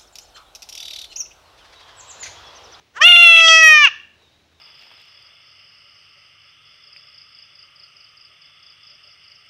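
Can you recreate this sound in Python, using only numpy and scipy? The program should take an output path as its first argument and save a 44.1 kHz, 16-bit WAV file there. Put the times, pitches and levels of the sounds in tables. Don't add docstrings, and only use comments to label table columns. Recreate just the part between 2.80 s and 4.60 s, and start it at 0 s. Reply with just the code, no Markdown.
import sys
import numpy as np
from scipy import signal
from scipy.fft import rfft, irfft, next_fast_len
from scipy.io import wavfile
from scipy.ndimage import uniform_filter1d, map_coordinates

SR = 44100
rng = np.random.default_rng(int(sys.argv[2]) if len(sys.argv) > 2 else 0)


def waveform_to_disk(signal):
    frames = np.transpose(np.atleast_2d(signal))
    scaled = np.clip(frames, -1, 1) * 32767
    samples = np.round(scaled).astype(np.int16)
    wavfile.write(sys.argv[1], SR, samples)


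N = 79380

# time in seconds, pitch in Hz.
FOLD_PITCH = [(.15, 360), (.165, 403), (.186, 491), (.196, 511), (.214, 593), (.224, 617.4), (.243, 674.5),
              (.275, 713.4), (.36, 692.6), (.42, 690.8), (.49, 675.2), (.6, 660.9), (.69, 651.3),
              (.81, 644.7), (.93, 618.2), (1.03, 585.5), (1.054, 553.6), (1.072, 473), (1.092, 378.4)]
# time in seconds, gain in dB.
VOICE_EFFORT = [(.138, -59.5), (.166, -26.5), (.187, -19), (.2, -19), (.208, -10), (.217, 4), (0.233, -3),
                (.243, 0), (.27, 1.5), (.42, 0), (0.434, 2), (.46, .5), (0.539, -0.5), (0.599, -0.5),
                (0.629, -1.5), (.72, 0), (.8, -1), (.84, 0), (0.919, 1.5), (.97, 0.5), (1.01, 0.5),
                (1.056, 0.5), (1.066, -8.5), (1.075, -3.5), (1.081, -15), (1.088, -17), (1.098, -43)]
# time in seconds, dB relative to the voice near harmonic 4.
FOLD_RASP = [(.15, -9.5), (.19, -19.5), (.22, -16), (.27, -32.5), (.42, -26.5), (0.491, -44.5), (.6, -40),
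             (0.719, -33.5), (.88, -48), (1.02, -37), (1.08, -23.5)]
# time in seconds, shape (0 or less tight, 1 wide, 2 easing, 3 closing).
MOUTH_SHAPE = [(.16, -3.3), (.218, 2), (0.253, -0.06), (.34, 0), (.56, 0.15), (.62, 0.57), (0.689, 1),
               (0.801, 1.46), (.865, 2), (.95, 2.5), (1.039, 3)]
# frequency in Hz, gain in dB.
GRUNT_COLOUR = [(420, -26.5), (850, -25), (1250, -7.5), (1800, -9), (2400, -26.5), (2950, -18.5),
                (4000, -33.5), (5800, -29.5), (7900, -39), (10000, -71)]
BLEAT_TIGHT = [(680, -30), (1370, -21.5), (2050, -21.5), (2680, -2), (2850, -5), (3420, -11), (4100, -25),
               (4750, -53.5), (5450, -37), (6100, -35), (7000, -47.5), (8400, -46.5), (11000, -43),
               (12500, -56), (15000, -63.5)]
BLEAT_WIDE = [(650, -22), (1300, -13), (1950, -12), (2600, -4), (3250, -7), (3890, -33.5), (4540, -20.5),
              (5850, -17.5), (6500, -28), (7800, -33.5), (8500, -52), (11000, -55.5), (12000, -70.5),
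              (15000, -77)]
BLEAT_EASING = [(450, -41.5), (620, -33.5), (1250, -22), (1860, -3), (2480, -7.5), (3100, -14.5),
                (3750, -36), (5000, -32), (5650, -18.5), (6250, -30.5), (7000, -47), (9000, -54),
                (15000, -73)]
BLEAT_CLOSING = [(570, -45.5), (850, -28), (1150, -17), (1700, -14), (2050, -18), (2330, -10), (2550, -2.5),
                 (2800, -2), (3050, -18.5), (3450, -23), (4000, -35), (5800, -32), (6400, -33),
                 (7200, -55.5), (15000, -82)]
# centre in seconds, frequency in Hz, depth in dB, half length in seconds.
PARTIAL_FADES = [(0.678, 2540, 23.5, 0.026), (0.81, 3201, 9, .02), (1.005, 3040, 10.5, 0.022),
                 (.232, 2510, 12, 0.0095), (.565, 2693, 5.5, .004), (.583, 2652, 8, 0.0016),
                 (0.604, 2650, 8, 0.0016)]
# time in seconds, depth (over 1 inverts).
RECORDER_CRACKLES = [(.284, 2), (.304, 0.302), (0.322, 1.7), (.364, 1.8), (0.423, 0.76), (.444, 1.2),
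                     (0.565, 1.56), (.584, 1.2), (.604, 1.9), (0.683, 3.1), (.704, .25), (.724, .3),
                     (.744, 0.21), (.764, 0.27), (.784, 0.22), (0.804, 0.393), (.824, 0.35)]
# frequency in Hz, seconds to fall 60 dB.
ECHO_DECAY = [(300, 0.27), (1800, 0.5), (3000, 0.48), (6000, 0.33), (12000, .2)]
# frequency in Hz, relative level in dB.
ECHO_COLOUR = [(300, 1), (750, 2.5), (1200, -6.5), (1750, 0), (2250, -9), (2900, -1), (4000, 2.5),
               (6000, 5.5), (8000, -8), (15000, -27.5)]
# centre in seconds, level in dB, half length in seconds.
SACKING_RUSTLES = [(0.178, -49.5, 0.025), (0.385, -50, .03), (0.666, -46.5, 0.034), (1.421, -61, .018),
                   (1.726, -63.5, .012)]
# frequency in Hz, relative level in dB.
SACKING_COLOUR = [(100, -14), (350, 0.5), (800, 1.5), (2500, -7), (4500, -15.5), (10000, -30)]
AIR_COLOUR = [(25, -23.5), (50, -18), (80, -7), (130, -11.5), (260, -14), (450, -15), (850, -18),
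              (1400, -21), (2400, -19.5), (3400, -20), (6000, -26.5), (8000, -37), (15500, -44.5)]
# time in seconds, pitch in Hz, level in dB.
BIRD_WHISTLE = [(1.32, 4187, -85), (1.39, 3920, -65.5), (1.45, 3780, -58.5), (1.5, 3750, -67.5),
                (1.54, 3800, -62), (1.67, 3950, -76.5), (1.74, 3750, -69), (1.8, 3730, -68)]
# time in seconds, dB relative to HUM_DB.
HUM_SWELL = [(0, -18), (.9, -7), (1.15, -1), (1.8, -2)]

BREAK_S, BREAK_HALF_S = 0.201, 0.015
BREAK_DIP_DB, BREAK_LIFT_DB, BREAK_HZ = 19.5, 7.5, 1050
JITTER, SHIMMER_DB, FLUTTER_DB = 0.001026, 0.4, 0.36
CRACKLE_HALF_S, CRACKLE_HZ, CRACKLE_WIDTH_HZ = 0.00058, 3080, 910
ECHO_DB, ECHO_RISE_S = -24, 0.028
AIR_DB, HUM_HZ, HUM_DB = -60, 79, -63
CEILING, CLIP_HARDNESS, TOP_HZ = 0.99, 16.86, 15650
STEP = 12


def goat(harmonics=24):
    sounding = (clock() > VOICE_EFFORT[0][0]) & (clock() < VOICE_EFFORT[-1][0])
    sample_t = clock()[sounding]
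    t = sample_t[::STEP]
    pitch, = curves(FOLD_PITCH, t)
    effort_db, = curves(VOICE_EFFORT, t)
    mouth, = curves(MOUTH_SHAPE, t)
    rasp_db, = curves(FOLD_RASP, t)
    pitch = uniform_filter1d(pitch, size=25) * (1 + JITTER * wobble(110, t))
    effort_db += SHIMMER_DB * wobble(60, t)
    fundamental = np.exp(2j * np.pi * np.cumsum(np.interp(sample_t, t, pitch)) / SR)
    voice, carrier = np.zeros(N), 1
    for k in range(1, harmonics + 1):
        hz = k * pitch
        carrier = carrier * fundamental
        phase_spread = np.exp(1j * np.pi * (k * k / 6 + 3 / 4))
        db = effort_db + cry_colour_db(hz, mouth, t) + FLUTTER_DB * np.sqrt(k) * wobble(28, t)
        rasp = amp(rasp_db) * (k / 4) ** 1.1 * (wobble(650, t) + 1j * wobble(650, t))
        envelope = np.interp(sample_t, t, amp(db) * (recorder_crackle(hz, t) + rasp) * phase_spread)
        voice[sounding] += (envelope * carrier).real
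    return voice


def cry_colour_db(hz, mouth, t):
    shapes = [BLEAT_TIGHT, BLEAT_WIDE, BLEAT_EASING, BLEAT_CLOSING]
    mouth = np.clip(mouth, 0, len(shapes) - 1)
    bleat_db = sum(np.maximum(0, 1 - abs(mouth - i)) * along(row, hz) for i, row in enumerate(shapes))
    for s, centre_hz, depth_db, half_s in PARTIAL_FADES:
        bleat_db -= depth_db * np.exp(-abs(t - s) / half_s) * bell(hz, centre_hz, 350)
    bleating = .5 + .5 * np.tanh((t - BREAK_S) / BREAK_HALF_S)
    break_colour = (BREAK_DIP_DB + BREAK_LIFT_DB) * bell(hz, BREAK_HZ, 500) - BREAK_DIP_DB
    break_db = bell(t, BREAK_S, BREAK_HALF_S) * break_colour
    return bleating * bleat_db + (1 - bleating) * along(GRUNT_COLOUR, hz) + break_db


def recorder_crackle(hz, t):
    cuts = sum(depth * bell(t, s, CRACKLE_HALF_S) for s, depth in RECORDER_CRACKLES)
    return 1 - cuts * bell(hz, CRACKLE_HZ, CRACKLE_WIDTH_HZ)


def yard_echo(cry):
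    hz, t, spectra = signal.stft(rng.standard_normal(SR), SR, nperseg=256)
    decay = amp(along(ECHO_COLOUR, hz)[:, None] - 60 * t / along(ECHO_DECAY, hz)[:, None])
    rise = 1 - np.exp(-t / ECHO_RISE_S)
    tail = signal.istft(spectra * decay * rise, SR, nperseg=256)[1]
    return amp(ECHO_DB) * signal.fftconvolve(cry, tail / np.linalg.norm(tail))[:N]


def rustles():
    swells = sum(amp(db) * bell(clock(), s, half_s) for s, db, half_s in SACKING_RUSTLES)
    return swells * noise(SACKING_COLOUR)


def far_bird():
    t = clock()
    hz, db = curves(BIRD_WHISTLE, t)
    phase = 2 * np.pi * np.cumsum(hz) / SR
    return amp(db) * unit(wobble(360, t) * np.cos(phase) + wobble(330, t) * np.sin(phase))


def hum():
    t = clock()
    swell_db, = curves(HUM_SWELL, t)
    return amp(HUM_DB + swell_db) * np.sin(2 * np.pi * HUM_HZ * t + .3 * wobble(12, t))


def air():
    return amp(AIR_DB + .7 * wobble(10, clock())) * noise(AIR_COLOUR)


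def amp(db):
    return 10 ** (np.asarray(db) / 20)


def unit(x):
    return x / np.sqrt(np.mean(x ** 2) + 1e-20)


def along(points, hz):
    freqs, values = np.transpose(points)
    return np.interp(np.log(hz + 1), np.log(freqs + 1), values)


def clock():
    return np.arange(N) / SR


def curves(rows, t):
    times, *columns = np.transpose(rows)
    return [np.interp(t, times, column) for column in columns]


def wobble(rate, t):
    return map_coordinates(rng.standard_normal(2 * SR // STEP), [t * rate], mode="wrap")


def bell(x, centre, width):
    return np.exp(-np.minimum(((x - centre) / width) ** 2, 20))


def filtered(x, response):
    size = next_fast_len(N + SR // 2)
    return irfft(rfft(x, size) * response(np.fft.rfftfreq(size, 1 / SR)), size)[:N]


def noise(spectrum):
    return unit(filtered(rng.standard_normal(N), lambda hz: amp(along(spectrum, hz))))


def scene():
    cry = goat()
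    return (cry + yard_echo(cry) + hum() + air() + far_bird() + rustles())[None]


def record(dry):
    mic = dry[0]
    clipped = mic / (1 + abs(mic / CEILING) ** CLIP_HARDNESS) ** (1 / CLIP_HARDNESS)
    return filtered(clipped, lambda hz: hz < TOP_HZ)[None]


dry = scene()
out = record(dry)
waveform_to_disk(out)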